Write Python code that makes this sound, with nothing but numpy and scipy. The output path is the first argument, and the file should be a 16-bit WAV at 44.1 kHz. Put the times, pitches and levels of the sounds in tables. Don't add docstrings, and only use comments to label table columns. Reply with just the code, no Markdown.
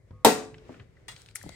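import sys
import numpy as np
from scipy import signal
from scipy.fft import irfft
from scipy.io import wavfile
from scipy.ndimage import uniform_filter1d

SR = 44100
rng = np.random.default_rng(int(sys.argv[2]) if len(sys.argv) > 2 else 0)


def transcribe(signal):
    frames = np.atleast_2d(signal).T
    limited = np.clip(frames, -1, 1)
    pcm = np.round(limited * 32767).astype(np.int16)
    wavfile.write(sys.argv[1], SR, pcm)


N = 68355
T = np.arange(N) / SR
HZ = np.fft.rfftfreq(N, 1 / SR)
SNAP_S, ROOM_RISE_S = .2472, .006


# start_s, level_db
RING_CLASHES = [(0.2477, -9.5), (0.2480, -7.5), (0.25, -21), (.2590, -24)]
# freq_hz, relative_db
CRACK_TONE = [(300, -21.5), (800, -0.5), (1500, -12), (2800, -2.5), (4500, -2), (6500, -8), (8600, 6),
              (10500, -12.5), (13000, -2), (16000, -23.5)]
# centre_hz, width_hz, lift_db
MECHANISM_PEAKS = [(2460, 100, 5.5), (3330, 200, 1.5), (4220, 65, -7.5), (5150, 390, 4.5), (6800, 110, -2),
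                   (7930, 140, -6), (9000, 720, 4)]
# pitch_hz, level_db, t60_s
STEEL_MODES = [(1367, -28.5, .33), (1520, -33, .28), (1782, -32.5, .22), (2034, -35, .18), (2363, -34, .25),
               (2530, -23, .08), (2659, -31, .15), (3112, -30, .18), (3304, -30, .13), (4613, -36, .3),
               (5225, -26, .07), (5329, -36, .27), (6062, -41, .26), (6690, -39, .2), (6995, -41, .28),
               (8227, -30, .21), (8650, -29, .1), (9002, -30, .24), (9238, -35, .2), (12730, -39, .11)]
def steel_rings(uneven_db):
    out = np.zeros((2, N))
    lift_db = sum(db * resonance(hz, width) for hz, width, db in MECHANISM_PEAKS)
    tone_db = curve(CRACK_TONE, HZ) + lift_db + uneven_db
    for start_s, db in RING_CLASHES:
        add(out, start_s, amp(db) * struck(rise_s=.001, t60_s=.019) * noise(tone_db, NEAR_COHERENCE))
    add(out, SNAP_S, shimmer(STEEL_MODES, rise_s=.001))
    return out


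# pitch_hz, level_db, t60_s
PLATE_MODES = [(874, -6.5, 0.047), (513.5, -19, .09), (555, -34.5, .45), (595, -23, .11), (649, -17.5, .08),
               (737, -24, 0.4), (815, -24, .24), (842, -29, 0.2), (911, -26.5, 0.25), (1079, -26.5, 0.24),
               (1166.3, -33.5, 0.44), (433, -25.5, .7)]
def spine_plate():
    out = np.zeros((2, N))
    add(out, RING_CLASHES[1][0], pan(1.5) * ring(PLATE_MODES, rise_s=.00081))
    return out


# start_s, gain_db
COVER_HITS = [(.2490, -2.5), (0.2668, 2.5), (0.281, -8.5), (.3040, -20)]
# pitch_hz, level_db, t60_s
DESK_MODES = [(191, -26.5, 0.2), (241.6, -15.5, .13), (273.5, -37.5, 0.53), (291.8, -20, .14),
              (415, -17.5, 0.13), (449, -14, 0.13), (497, -20, 0.093), (531.4, -48, 1.35)]
def cover_knocks():
    out = np.zeros((2, N))
    knock = pan(5) * ring(DESK_MODES, rise_s=.0058)
    for start_s, db in COVER_HITS:
        add(out, start_s, amp(db) * knock)
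    return out


# freq_hz, relative_db
RATTLE_TONE = [(60, -16.5), (140, -16), (250, 1.5), (500, 9.5), (850, 17), (1400, -12.5), (3000, -5.5),
               (6000, -12), (8500, -16), (11000, -9), (15500, -14)]
def rattle(uneven_db):
    out = np.zeros((2, N))
    wash = noise(curve(RATTLE_TONE, HZ) + uneven_db, FAR_COHERENCE)
    add(out, SNAP_S, amp(-11) * struck(rise_s=.0041, t60_s=.2) * wash)
    return out


# freq_hz, relative_db
ECHO_TONE = [(60, -20.5), (130, -8), (250, 2.5), (500, 1.5), (850, 0.5), (1300, -3), (2600, -7),
             (5000, -10.5), (8500, -9.5), (10500, -20), (15500, -22.5)]
# freq_hz, t60_s
ECHO_DECAY = [(100, 0.61), (400, 0.49), (1000, 0.41), (3000, 0.37), (8000, 0.36), (14000, 0.26)]
def snap_echo(uneven_db):
    wash = noise(curve(ECHO_TONE, HZ) + uneven_db, FAR_COHERENCE)
    hz, t, bands = signal.stft(wash, SR, nperseg=512)
    fall = amp(-60 * t / curve(ECHO_DECAY, hz)[:, None])
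    tail = signal.istft(bands * fall, SR, nperseg=512)[1][:, :N]
    out = np.zeros((2, N))
    add(out, SNAP_S, amp(-16.5) * np.minimum(T / ROOM_RISE_S, 1) * tail)
    return out


# start_s, level_db, centre_hz, width_octaves, t60_s, pan_db
NAIL_TICKS = [(.108, -51, 448, 1, .07, 3), (.109, -61.5, 3287, .6, .015, 1),
              (.543, -42.5, 1910, 0.71, 0.023, 0.5), (.582, -51.5, 2600, 0.68, .03, -2),
              (.693, -40.5, 678, 0.43, 0.058, 0.5), (.742, -49, 1791, 0.56, 0.046, -0.5),
              (.797, -47.5, 1881, 0.64, 0.06, 3.5), (.969, -55.5, 1790, 0.14, 0.034, 4),
              (1.0815, -41.5, 6044, 1.2, .012, 5), (1.163, -44, 3490, 0.65, .025, 6.5),
              (1.178, -55, 5030, 0.41, 0.015, 4), (1.218, -43.5, 6300, 0.65, 0.011, 3),
              (1.261, -41.5, 3530, 1.14, 0.0089, 2), (1.287, -45.5, 2640, 0.73, 0.017, 7),
              (1.311, -54, 2600, 1.1, 0.018, 2.5), (1.3515, -44, 9000, 0.32, 0.027, 4),
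              (1.3535, -36, 9200, 0.26, 0.027, 16), (1.357, -21.5, 8625, 0.42, 0.0078, 1.5),
              (1.3565, -31, 2130, 0.19, 0.02, 5.5), (1.3570, -39.5, 1450, 0.14, 0.015, 8),
              (1.362, -35, 7360, 1.4, 0.035, 2), (1.414, -37, 1760, 0.17, 0.0075, 10.5),
              (1.4285, -39.5, 9000, 0.99, 0.012, 0.5), (1.437, -44, 635, 0.56, 0.03, 9),
              (1.4915, -37, 4170, 0.97, 0.013, 8.5)]
# start_s, level_db, centre_hz, width_octaves, t60_s, pan_db
SOFT_BUMPS = [(.108, -43, 83, 0.69, .35, -0.5), (.255, -46, 55.2, .6, .2, -1.5),
              (.52, -50.5, 126, 0.35, 0.7, -4), (.695, -40, 259, 0.31, 0.12, 6),
              (.79, -44.5, 80.5, 0.77, 0.27, 1), (.89, -48, 111, 0.18, 0.13, 1),
              (1.125, -53.5, 133.3, 0.31, 0.23, -1), (1.441, -42, 83.5, 1, 0.36, 3.5),
              (1.455, -37.5, 128, 0.44, 0.062, 2.5), (1.461, -34, 344, 0.59, 0.039, 7),
              (1.4635, -34.5, 397, 0.6, 0.022, 4.5), (1.492, -34.5, 445, 1, 0.017, 7),
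              (1.497, -46, 66, 0.58, 0.16, -1.5)]
# freq_hz, relative_db
TOUCH_TONE = [(100, 5), (9000, -2), (11000, -3), (16000, -12)]
def touches(rows, rise_s):
    out = np.zeros((2, N))
    t = T[:8192]
    for start_s, db, hz, octaves, t60_s, pan_db in rows:
        peak = np.exp(-.5 * (np.log2((HZ + 1) / hz) / octaves) ** 2)
        skirt = amp(-38.5) / (1 + (HZ / hz) ** 2)
        burst = noise(20 * np.log10(peak + skirt) + curve(TOUCH_TONE, HZ), NEAR_COHERENCE, len(t))
        envelope = struck(rise_s, t60_s, t) * (1 - t / t[-1])
        strength = amp(db) * np.sqrt(np.mean(envelope ** 2))
        sides = pan(pan_db - curve(MIC_BALANCE, hz))
        add(out, start_s, strength * sides * unit_rms(envelope * burst))
    return out


# time_s, level_db
FLICK_LEVELS = [(1.079, -92.5), (1.083, -39), (1.104, -47), (1.122, -49), (1.16, -63), (1.3, -88)]
# freq_hz, relative_db
FLICK_TONE = [(200, -6), (600, -7), (1100, 1), (4200, -1.5), (6500, -3.5), (9000, -2.5), (10500, -22.5),
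              (15500, -19)]
# pitch_hz, level_db, t60_s
SHEET_MODES = [(1040, -52, .14), (1400, -50, .14), (1880, -43, .15), (2019, -47, .2), (2821, -45.5, .13),
               (2950, -48, .13), (3370, -44, .15), (4167, -48, .12), (4651, -50, .1), (6196, -52, .14),
               (8635, -55, .13)]
def sleeve_flick():
    out = friction(FLICK_LEVELS, curve(FLICK_TONE, HZ) + ripple())
    add(out, 1.083, shimmer(SHEET_MODES, rise_s=.003))
    return out


# time_s, level_db
SLIDE_LEVELS = [(1.10, -95), (1.16, -59), (1.21, -57), (1.245, -64), (1.305, -63.5), (1.34, -76.5),
                (1.365, -54), (1.40, -60), (1.46, -61), (1.55, -59.5)]
# freq_hz, relative_db
SLIDE_TONE = [(200, -7), (600, -6.5), (1200, 1.5), (1700, -1), (2600, -3.5), (4200, -2.5), (6500, -8.5),
              (9000, -3.5), (10500, -21), (15500, -21)]
def sleeve_slide():
    return friction(SLIDE_LEVELS, curve(SLIDE_TONE, HZ) + ripple())


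# time_s, level_db
SCRAPE_LEVELS = [(1.07, -100), (1.13, -80), (1.33, -81), (1.39, -67), (1.46, -62), (1.495, -58),
                 (1.53, -56)]
# centre_hz, width_hz, relative_db
EDGE_PEAKS = [(2060, 190, 0), (3360, 120, -11), (4650, 130, -6), (7790, 250, -12)]
def edge_scrape():
    peaks = sum(amp(db) * resonance(hz, width) for hz, width, db in EDGE_PEAKS)
    return friction(SCRAPE_LEVELS, 20 * np.log10(peaks))


# time_s, level_db
BRUSH_LEVELS = [(0, -102), (.09, -68), (.125, -71), (.2, -72.5), (.5, -65), (.68, -55.5), (.72, -51.5),
                (.82, -59), (.88, -70), (1.0, -64), (1.55, -74.5)]
# freq_hz, relative_db
SKIN_TONE = [(100, -3), (400, 5.5), (900, -11), (2000, -9.5), (4000, -19.5), (8000, -25.5), (10500, -40.5),
             (15000, -45)]
def arm_brush():
    return friction(BRUSH_LEVELS, curve(SKIN_TONE, HZ))


# pitch_hz, level_db, t60_s
FAINT_TONES = [(506, -64, 1.5), (1100, -65.5, 2.5), (1230, -66.5, 1.8)]
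def faint_tones():
    out = np.zeros((2, N))
    add(out, .13, ring(FAINT_TONES, rise_s=.002))
    return out * (T < SNAP_S)


# freq_hz, relative_db
REVERB_TONE = [(200, 0.5), (9000, -2.5), (11000, -6.5), (16000, -9)]
def reverb(sound):
    tail = noise(curve(REVERB_TONE, HZ), FAR_COHERENCE) * struck(ROOM_RISE_S, t60_s=.57)
    return signal.fftconvolve(sound, tail / np.linalg.norm(tail[0]), axes=1)[:, :N]


# pitch_hz, level_db
HUM_TONES = [(109, -64), (392, -74), (441, -79.5), (549, -82.5)]
# freq_hz, relative_db
RUMBLE_TONE = [(20, -19.5), (35, -10.5), (52, 1.5), (80, -6.5), (110, 2.5), (170, -12.5), (300, -22),
               (500, -19.5), (800, -32), (1500, -36), (2100, -29.5), (2800, -45.5), (8000, -46),
               (16000, -59.5)]
def room_tone():
    hum = sum(amp(db) * np.sin(2 * np.pi * (hz * T + rng.random())) for hz, db in HUM_TONES)
    return hum + amp(-57) * noise(curve(RUMBLE_TONE, HZ), FAR_COHERENCE)


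# freq_hz, coherence
NEAR_COHERENCE = [(100, 1), (800, 0.47), (2000, 1), (5000, 0.46), (10000, 0.62)]
# freq_hz, coherence
FAR_COHERENCE = [(100, .93), (300, 0.57), (800, 0.28), (2000, 0.22), (5000, .1), (12000, 0.23)]
# freq_hz, left_over_right_db
MIC_BALANCE = [(60, 1.5), (300, 1), (1000, 2), (2500, 1.5), (5000, 6.5), (9000, 0.5), (15000, -1.5)]
# freq_hz, left_lead_rad
MIC_LEAD = [(100, .1), (250, .6), (800, 0.4), (2000, 0.64), (5000, 1.8), (10000, 0.17)]
def noise(tone_db, coherence, size=N):
    hz = np.fft.rfftfreq(size, 1 / SR)
    common, separate = np.exp(2j * np.pi * rng.random((2, len(hz))))
    alike = np.clip(curve(coherence, hz), -1, 1)
    lean = amp(curve(MIC_BALANCE, hz) / 2)
    lag = np.exp(-1j * curve(MIC_LEAD, hz))
    right = (alike * common + np.sqrt(1 - alike ** 2) * separate) * lag
    spectrum = np.array([common * lean, right / lean]) * amp(np.interp(hz, HZ, tone_db))
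    return unit_rms(irfft(spectrum, size))


def friction(levels, tone_db, slips_per_s=7500, spread_db=3, grain_share=.34):
    slips = rng.random(N) < slips_per_s / SR
    strengths = amp(spread_db * np.minimum(rng.exponential(1, N), 5))
    grain = unit_rms(uniform_filter1d(slips * strengths, size=24))
    stroke = amp(np.interp(T, *np.transpose(levels)))
    return stroke * unit_rms(noise(tone_db, FAR_COHERENCE) * (1 - grain_share + grain_share * grain))


def ring(modes, rise_s):
    return sum(amp(db) * struck(rise_s, t60) * np.sin(2 * np.pi * hz * T) for hz, db, t60 in modes)


def shimmer(modes, rise_s):
    return sum(amp(db) * struck(rise_s, t60) * np.sin(2 * np.pi * (hz * T + .5 * rng.random((2, 1))))
               for hz, db, t60 in modes)


def ripple(depth_db=3.5, spacing_hz=120):
    knots = np.clip(rng.standard_normal(2000), -2, 2)
    return depth_db * np.interp(HZ / spacing_hz, np.arange(len(knots)), knots)


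def resonance(centre_hz, width_hz):
    return 1 / (1 + (2 * (HZ - centre_hz) / width_hz) ** 2)


def struck(rise_s, t60_s, t=T):
    return np.minimum(t / rise_s, 1) * amp(-60 * t / t60_s)


def amp(db):
    return 10 ** (np.asarray(db) / 20)


def unit_rms(x):
    return x / np.sqrt(np.mean(x ** 2) + 1e-20)


def curve(points, hz):
    freqs, values = np.transpose(points)
    return np.interp(np.log(hz + 1), np.log(freqs), values)


def pan(db):
    return amp(np.array([[db], [-db]]) / 2)


def add(mix, start_s, sound):
    part = mix[:, max(round(start_s * SR), 0):][:, :sound.shape[-1]]
    part += sound[..., :part.shape[1]]


def scene():
    taps = touches(NAIL_TICKS, rise_s=.0005) + touches(SOFT_BUMPS, rise_s=.002)
    rubs = sleeve_slide() + sleeve_flick() + edge_scrape() + arm_brush()
    uneven_db = ripple() * np.minimum(HZ / STEEL_MODES[0][0], 1) ** 2
    snap = steel_rings(uneven_db) + spine_plate() + cover_knocks() + rattle(uneven_db)
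    return snap + snap_echo(uneven_db) + taps + rubs + faint_tones() + amp(-13) * reverb(taps) + room_tone()


def record(dry, low_cut_hz=40, high_cut_hz=16250):
    dry = signal.sosfilt(signal.butter(2, low_cut_hz, "high", fs=SR, output="sos"), dry)
    rounded = dry / (1 + dry ** 8) ** (1 / 8)
    lowpass = signal.firwin(511, high_cut_hz, window=("kaiser", 9), fs=SR)
    return signal.oaconvolve(rounded, lowpass[None], "same")


dry = scene()
out = record(dry)
transcribe(out)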